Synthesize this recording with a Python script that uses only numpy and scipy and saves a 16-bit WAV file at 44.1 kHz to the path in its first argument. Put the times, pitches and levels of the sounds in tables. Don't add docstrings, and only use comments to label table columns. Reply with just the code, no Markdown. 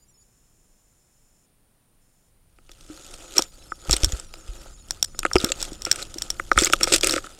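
import sys
import numpy as np
from scipy import signal
from scipy.fft import rfft, irfft, next_fast_len
from scipy.io import wavfile
from scipy.ndimage import uniform_filter1d, minimum_filter1d, map_coordinates

SR = 44100
rng = np.random.default_rng(int(sys.argv[2]) if len(sys.argv) > 2 else 0)


def master(y):
    cut = np.clip(np.atleast_2d(y).T, -1, 1)
    pcm = np.round(cut * 32767)
    wavfile.write(sys.argv[1], SR, pcm.astype(np.int16))


N = 325899


def amp(db):
    return 10 ** (np.asarray(db) / 20)


def unit(x):
    return x / np.sqrt(np.mean(x ** 2) + 1e-20)


def unit_hit(x):
    return x / np.sqrt(np.mean(x[:round(0.006 * SR)] ** 2) + 1e-20)


def clock(length=N):
    return np.arange(length) / SR


def curve(rows):
    return np.interp(clock(), *np.transpose(rows))


def wobble(rate_hz):
    knots = rng.standard_normal(int(N * rate_hz / SR) + 4)
    return map_coordinates(knots, [clock() * rate_hz], order=2)


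def gate(start_s, end_s, edge_s):
    return np.clip(np.minimum(clock() - start_s, end_s - clock()) / edge_s + .5, 0, 1)


def add(track, time_s, sound):
    room = track[max(round(time_s * SR), 0):][:len(sound)]
    room += sound[:len(room)]


def resonate(x, modes):
    size = next_fast_len(len(x) + 4096)
    f = np.fft.rfftfreq(size, 1 / SR)
    response = sum((-1) ** k * amp(db) * 1j * f * width_hz / (hz * hz - f * f + 1j * f * width_hz)
                   for k, (hz, width_hz, db) in enumerate(modes))
    return irfft(rfft(x, size) * response, size)[:len(x)]


def colour(x, spectrum):
    size = 8192
    hz, db = np.transpose(spectrum)
    shape_db = np.interp(np.log(np.fft.rfftfreq(size, 1 / SR) + 1), np.log(hz), db)
    cepstrum = irfft(np.log(amp(shape_db) + 1e-6))
    cepstrum[1:size // 2] *= 2
    cepstrum[size // 2 + 1:] = 0
    return signal.fftconvolve(x, irfft(np.exp(rfft(cepstrum))))[:len(x)]


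def band(x, low_hz, high_hz):
    return signal.sosfilt(signal.butter(4, [low_hz, high_hz], "band", fs=SR, output="sos"), x)


def wander(x, depth_db, patch_ms):
    frames = dict(nperseg=176, noverlap=132)
    spectra = signal.stft(x, **frames)[2]
    field = uniform_filter1d(rng.standard_normal(spectra.shape), size=3, axis=0)
    field = uniform_filter1d(field, size=patch_ms, axis=1)
    gain = amp(depth_db * np.clip(unit(field), -2, 2))
    return signal.istft(spectra * gain, **frames)[1][:len(x)]


def crunch(decay_s, spike, power=1):
    t = clock(SR // 16)
    force = rng.standard_normal(len(t)) * np.exp(-(t / decay_s) ** power)
    force[0] = spike * np.linalg.norm(force)
    return force


def grains(per_s, spread_db, smooth):
    sizes = amp(spread_db * np.minimum(rng.exponential(size=N), 4)) * rng.standard_normal(N)
    slips = sizes * (rng.random(N) < per_s / SR)
    return unit(slips) + smooth * rng.standard_normal(N)


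# (frequency [Hz], width [Hz], level [dB])
WALL_MODES = [(337.2, 65, -2.5), (536.5, 45.4, -2.5), (707, 215, -10.5)]
PLATE_MODES = [(1252, 103, 5), (1439, 247, 4), (1815, 1050, -3.5), (2790, 1300, -4.5)]
# (frequency [Hz], level [dB])
GRIT_SPECTRUM = [(1120, -19.5), (1900, -6.5), (2640, -1.5), (2970, -6.5), (3360, 1), (4240, -1.5),
                 (5590, 2), (6160, -4.5), (7770, 2), (9210, -6), (9980, -13), (14600, -23), (16000, -39)]


def impact(wall_db, plate_db, crack_db):
    damping = np.exp(-(clock(SR // 16) / 0.0011) ** 2) + amp(1)
    wall = resonate(crunch(decay_s=0.00076, spike=1.07), WALL_MODES) * damping
    wall = unit_hit(band(wall, low_hz=174, high_hz=956))
    reach_hz = np.interp(crack_db - plate_db, [-20, 0], [1850, 3400])
    plate = resonate(crunch(decay_s=0.0015, spike=2.2), PLATE_MODES) * damping
    plate = unit_hit(band(plate, low_hz=1025, high_hz=reach_hz))
    crack = colour(crunch(decay_s=0.0028, spike=0.45), GRIT_SPECTRUM)
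    crack = unit_hit(wander(crack, depth_db=7, patch_ms=20))
    return amp(wall_db - 3) * wall + amp(plate_db - 1.36) * plate + amp(crack_db - 1.47) * crack


# (time [s], level [dB], plate re wall [dB], crack re level [dB])
KNOCKS = [(2.586, -50.5, 1.5, -13), (2.693, -45, -2.5, -7), (3.391, -16, -6.5, -11),
          (3.719, -23, 11.5, -40), (3.895, -22.5, -4.5, -6), (3.935, -21, -11, 2), (4.339, -37.5, 3, -0.5),
          (5.146, -41.5, 0.5, -19.5), (5.231, -27.5, 11, -8), (5.251, -12, 4, -18), (5.263, -27.5, 18, -7),
          (5.313, -27, 10, -18.5), (5.356, -12, -7.5, -9.5), (5.364, -16.5, 5.5, -8),
          (5.868, -26.5, -9, -21), (6.397, -19.5, 12, -18), (6.515, -6, 11, -23), (6.558, -32, 1, -20),
          (6.576, -7, 11, -15), (6.67, -29.5, -6, 4), (6.699, -24, -3, -7), (6.734, -6, 15, -6.5),
          (6.81, -20.5, 1.5, -11), (6.873, -20.5, -6, -18), (6.921, -23, -8, 0), (7.138, -18, -1, -6),
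          (7.179, -22.5, 30, -14), (7.242, -34.5, 5, -27), (7.268, -36.5, 16, -19)]


def knocks():
    out = np.zeros(N)
    for time_s, db, plate_rel_db, crack_rel_db in KNOCKS:
        wall_db = db - 10 * np.log10(1 + amp(plate_rel_db) ** 2)
        add(out, time_s, impact(wall_db, wall_db + plate_rel_db, db + crack_rel_db))
    return out


# (frequency [Hz], width [Hz], level [dB])
SHELL_MODES = [(3350, 170, -22), (5418, 570, -6.5), (6640, 180, -11), (7390, 350, -2)]
# (frequency [Hz], level [dB])
SNAP_SPECTRUM = [(120, -18), (200, -26.5), (1400, -17), (2860, -22), (3430, -9), (4950, -11.5), (5520, 6),
                 (6400, -18), (7830, -4.5), (10700, -24.5), (13300, -19), (14900, -84), (16000, -19)]
# (time [s], level [dB])
SNAPS = [(3.381, -4.5), (3.422, -22), (3.91, -14.5), (3.929, -13), (4.045, -13), (4.908, -20), (5.027, -12),
         (5.046, -25), (5.191, -21), (5.333, -20), (5.445, -16), (5.627, -21), (5.731, -37), (5.82, -30),
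         (5.851, -21), (5.914, -5), (6.142, -34), (6.184, -28), (6.221, -21.5), (6.303, -18.5),
         (6.531, -35), (6.726, -20.5), (6.832, -9.5), (6.84, -18.5), (7.01, -24), (7.109, -19.5),
         (7.123, -21)]


def shell_snaps():
    out = np.zeros(N)
    for time_s, db in SNAPS:
        rebound_s = 0.013 * rng.uniform(.7, 1.3)
        for delay_s, drop_db in [(0, 0), (rebound_s, -19.5)]:
            crack = unit_hit(colour(crunch(decay_s=0.0029, spike=1, power=3), SNAP_SPECTRUM))
            ring = unit_hit(resonate(crunch(decay_s=0.0001, spike=5), SHELL_MODES))
            add(out, time_s + delay_s, amp(db + drop_db) * unit_hit(crack + amp(-7) * ring))
    return out


# (time [s], level [dB])
CRACKS = [(2.716, -43.5), (2.809, -47.5), (3.14, -37), (3.965, -20), (4.034, -20), (4.122, -26.5),
          (4.198, -31.5), (5.519, -16), (5.605, -31), (5.959, -28.5), (6.026, -26.5), (6.587, -11),
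          (6.636, -18), (6.646, -20), (6.657, -19.5), (6.961, -15.5), (6.982, -26), (7.033, -17),
          (7.044, -14), (7.071, -14), (7.095, -17.5)]


def crust_cracks():
    out = np.zeros(N)
    for time_s, db in CRACKS:
        add(out, time_s, impact(wall_db=db - 18.5, plate_db=db - 16.5, crack_db=db))
    return out


def drag_pressure(start_s, end_s, attack_s=0.016, sag_db_per_s=45.5, release_s=0.0053):
    t = clock()
    attack = np.clip((t - start_s) / attack_s + .5, 0, 1)
    sag = amp(-sag_db_per_s * np.clip(t - start_s, 0, end_s - start_s))
    release = np.exp(-np.clip(t - end_s, 0, 1) / release_s)
    return attack * sag * release


# (start [s], end [s], grit level [dB], wall re grit [dB], plate re wall [dB])
DRAGS = [(2.886, 2.92, -55, 5, -6), (3.358, 3.386, -31, 2, -5), (3.907, 3.943, -22, -10, -0.5),
         (4.029, 4.051, -27.5, -4, -10), (5.397, 5.51, -36.5, 3.5, 0), (5.59, 5.661, -38, -11.5, 3),
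         (5.861, 5.96, -44.5, -0.5, 8.5), (5.981, 6.024, -35.5, -7, 6.5), (6.57, 6.676, -23.5, -8.5, 2.5),
         (6.805, 6.855, -31, -4, 0), (6.87, 6.978, -26, -3.5, -1.5), (6.926, 6.944, -10.5, -12.5, -2),
         (7.028, 7.188, -27.5, 1, -1)]


def drags(catches_per_s=55, catch_s=0.0013, catch_db=11.5):
    grit_gain, wall_gain, plate_gain = np.zeros((3, N))
    for start_s, end_s, db, wall_rel_db, plate_rel_db in DRAGS:
        pressure = amp(db) * drag_pressure(start_s, end_s)
        grit_gain += pressure
        wall_gain += pressure * amp(wall_rel_db)
        plate_gain += pressure * amp(wall_rel_db + plate_rel_db)
    onsets = rng.random(N) < catches_per_s / SR
    catches = signal.lfilter([1], [1, -np.exp(-1 / (catch_s * SR))], onsets)
    grip = amp(3.1 * wobble(130)) * (1 + amp(catch_db) * catches)
    force = lambda: grip * grains(per_s=1800, spread_db=1.5, smooth=0.37)
    wall = wall_gain * unit(band(resonate(force(), WALL_MODES), low_hz=269, high_hz=636))
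    plate = plate_gain * unit(band(resonate(force(), PLATE_MODES), low_hz=1000, high_hz=3040))
    grit = grit_gain * unit(colour(force(), GRIT_SPECTRUM))
    return amp(-1) * wall + amp(-1.5) * plate + amp(1.4) * grit


# (time [s], level [dB], frequency [Hz])
SQUEAKS = [(5.383, -16.5, 5020), (5.401, -22, 3800), (5.491, -25, 3600), (6.62, -14.5, 7400),
           (6.646, -7, 6950), (6.669, -14.5, 2270), (7.032, -12, 3470)]


def squeaks():
    out = np.zeros(N)
    for time_s, db, hz in SQUEAKS:
        chatter = resonate(crunch(decay_s=0.0025, spike=0.29), [(hz, 0.055 * hz, 0)])
        add(out, time_s, amp(db - 6.5) * unit_hit(chatter))
    return out


# (time [s], level [dB], frequency [Hz], decay [s])
SHOVES = [(2.9, -35, 309, 0.02), (3.886, -19.5, 40.5, 0.011), (3.895, -21, 138, 0.0064),
          (3.911, -16.5, 50, 0.026), (4.035, -9, 44.6, 0.011), (4.068, -22, 75.5, 0.014),
          (4.133, -16.5, 52, 0.013), (4.489, -26.5, 42, 0.03), (5.352, -19.5, 61.4, 0.019),
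          (5.357, -3.5, 365, 0.0066), (5.441, -9.5, 270, 0.0023), (5.72, -28.5, 310, 0.0041),
          (6.16, -31.5, 323, 0.0067), (6.567, -17, 55.7, 0.022), (6.621, -14, 342, 0.0055),
          (6.92, -20, 374, 0.0082)]


def shoves(attack_s=0.00022):
    out = np.zeros(N)
    t = clock(SR // 5)
    for time_s, db, hz, decay_s in SHOVES:
        envelope = np.exp(-t / decay_s) * (1 - np.exp(-t / attack_s))
        add(out, time_s, amp(db + 3) * envelope * np.sin(2 * np.pi * hz * t))
    return out


# (time [s], level [dB])
RUB_LEVEL = [(2.55, -72), (2.98, -49.5), (3.25, -49), (3.42, -39), (3.5, -60.5), (3.66, -53.5), (3.77, -61),
             (3.92, -38), (4.19, -45), (4.26, -59.5), (4.58, -48), (4.82, -63.5), (4.96, -51),
             (5.12, -61.5), (5.4, -45), (5.69, -45.5), (5.78, -53.5), (6.02, -44), (6.1, -53),
             (6.18, -48.5), (6.52, -52), (6.7, -42), (6.78, -45.5), (7.0, -45.5), (7.3, -50.5), (7.39, -58)]
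# (time [s], level [dB])
WEDGE_LEVEL = [(3, 1.5), (4.2, 4), (5.3, 3.5), (7.3, 3)]
# (frequency [Hz], level [dB])
RUSTLE_SPECTRUM = [(1060, -28), (1800, -12.5), (2220, -13.5), (2500, -3.5), (3140, -3), (5960, -6),
                   (7160, -2), (11800, -16), (14600, -25), (16000, -42)]


def rubbing():
    touch = gate(2.5, 8, edge_s=0.2) * amp(curve(RUB_LEVEL) + 2 * wobble(45))
    force = lambda: grains(per_s=1100, spread_db=5, smooth=1)
    wall = unit(resonate(force(), WALL_MODES))
    plate = unit(band(resonate(force(), PLATE_MODES), low_hz=860, high_hz=1950))
    case = amp(curve(WEDGE_LEVEL)) * (amp(-6) * wall + amp(-11) * plate)
    rustle = unit(wander(colour(force(), RUSTLE_SPECTRUM), depth_db=4, patch_ms=10))
    return touch * (case + amp(-1.5) * rustle)


def grain_ticks(per_s=55):
    size_db = -np.clip(rng.standard_normal(N), -2, 1.5)
    hits = amp(size_db) * (rng.random(N) < per_s / SR)
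    force = signal.fftconvolve(hits, crunch(decay_s=0.00087, spike=0.8))[:N]
    touch = gate(2.65, 8, edge_s=0.05) * amp(curve(RUB_LEVEL) - 7)
    return touch * unit(colour(force, GRIT_SPECTRUM))


# (time [s], level [dB])
SWAY_LEVEL = [(0, -67.5), (2.2, -73), (2.8, -56.5), (4.8, -52), (5.3, -47), (6.5, -47.5), (6.95, -39.5),
              (7.15, -42.5), (7.39, -62)]
# (frequency [Hz], level [dB])
SLOSH_SPECTRUM = [(12, -55), (20, 9), (31, -8), (92, -17.5), (146, -21.5), (250, -27.5), (320, -64),
                  (550, -120)]


def water():
    return amp(curve(SWAY_LEVEL) + 6) * unit(colour(rng.standard_normal(N), SLOSH_SPECTRUM))


# (frequency [Hz], width [Hz], level [dB])
LENS_MODES = [(5260, 110, 5.5), (7080, 520, 6.5)]
# (start [s], end [s], level [dB])
FOCUS_RUNS = [(0.2, 1.46, 0.5), (2.01, 2.3, -3.5)]
# (centre [Hz], hop spread [Hz], level [dB])
LENS_TONES = [(5300, 190, -4), (6950, 190, 0.5), (5880, 870, -7), (4580, 370, -10.5), (11900, 1500, -11)]


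def lens_drive():
    running = sum(amp(db) * gate(start_s, end_s, edge_s=0.022) for start_s, end_s, db in FOCUS_RUNS)
    whirr = amp(-69.5) * running * unit(resonate(rng.standard_normal(N), LENS_MODES))
    jostled = amp(-64.5) * gate(-1, 0.235, edge_s=0.015) + amp(-57.5) * gate(2.9, 8, edge_s=0.4)
    tones = np.zeros(N)
    for centre_hz, spread_hz, db in LENS_TONES:
        hops_per_s = 36 * amp(3 * wobble(17))
        hop = np.cumsum(hops_per_s / SR).astype(int)
        detune, loudness = rng.standard_normal((hop[-1] + 1, 2)).T
        pitch_hz = np.clip(centre_hz + spread_hz * detune[hop], 3000, 15000)
        hop_db = 15 * np.minimum(loudness[hop], 1)
        envelope = unit(uniform_filter1d(amp(hop_db), size=300))
        tones += amp(db) * envelope * np.sin(2 * np.pi * np.cumsum(pitch_hz) / SR)
    return whirr + jostled * tones


# (frequency [Hz], level [dB])
WHINE_TONES = [(9485, -70.5), (9555, -77)]
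HISS_SPECTRUM = [(59, -61), (100, 0), (424, -12), (634, -14), (1030, -18), (6420, -26), (9610, -21),
                 (16000, -26.5)]


def electronics():
    whine = sum(amp(db - 3) * np.sin(2 * np.pi * hz * clock()) for hz, db in WHINE_TONES)
    rise_db = 9.2 * gate(2.76, 8, edge_s=0.33)
    hiss = unit(colour(rng.standard_normal(N), HISS_SPECTRUM))
    return amp(rise_db) * whine + amp(-66.5) * hiss


def scene():
    hits = shell_snaps() + knocks() + crust_cracks() + shoves()
    friction = squeaks() + drags() + rubbing() + grain_ticks()
    background = water() + lens_drive() + electronics()
    return (hits + friction + background)[None]


def record(dry):
    ceiling, cutoff_hz = 0.76, 15800
    needed = np.minimum(1, ceiling / (np.abs(dry) + 1e-9))
    gain = uniform_filter1d(minimum_filter1d(needed, size=5), size=3)
    lowpass = signal.ellip(10, .2, 80, cutoff_hz, fs=SR, output="sos")
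    return signal.sosfilt(lowpass, dry * gain)


dry = scene()
out = record(dry)
master(out)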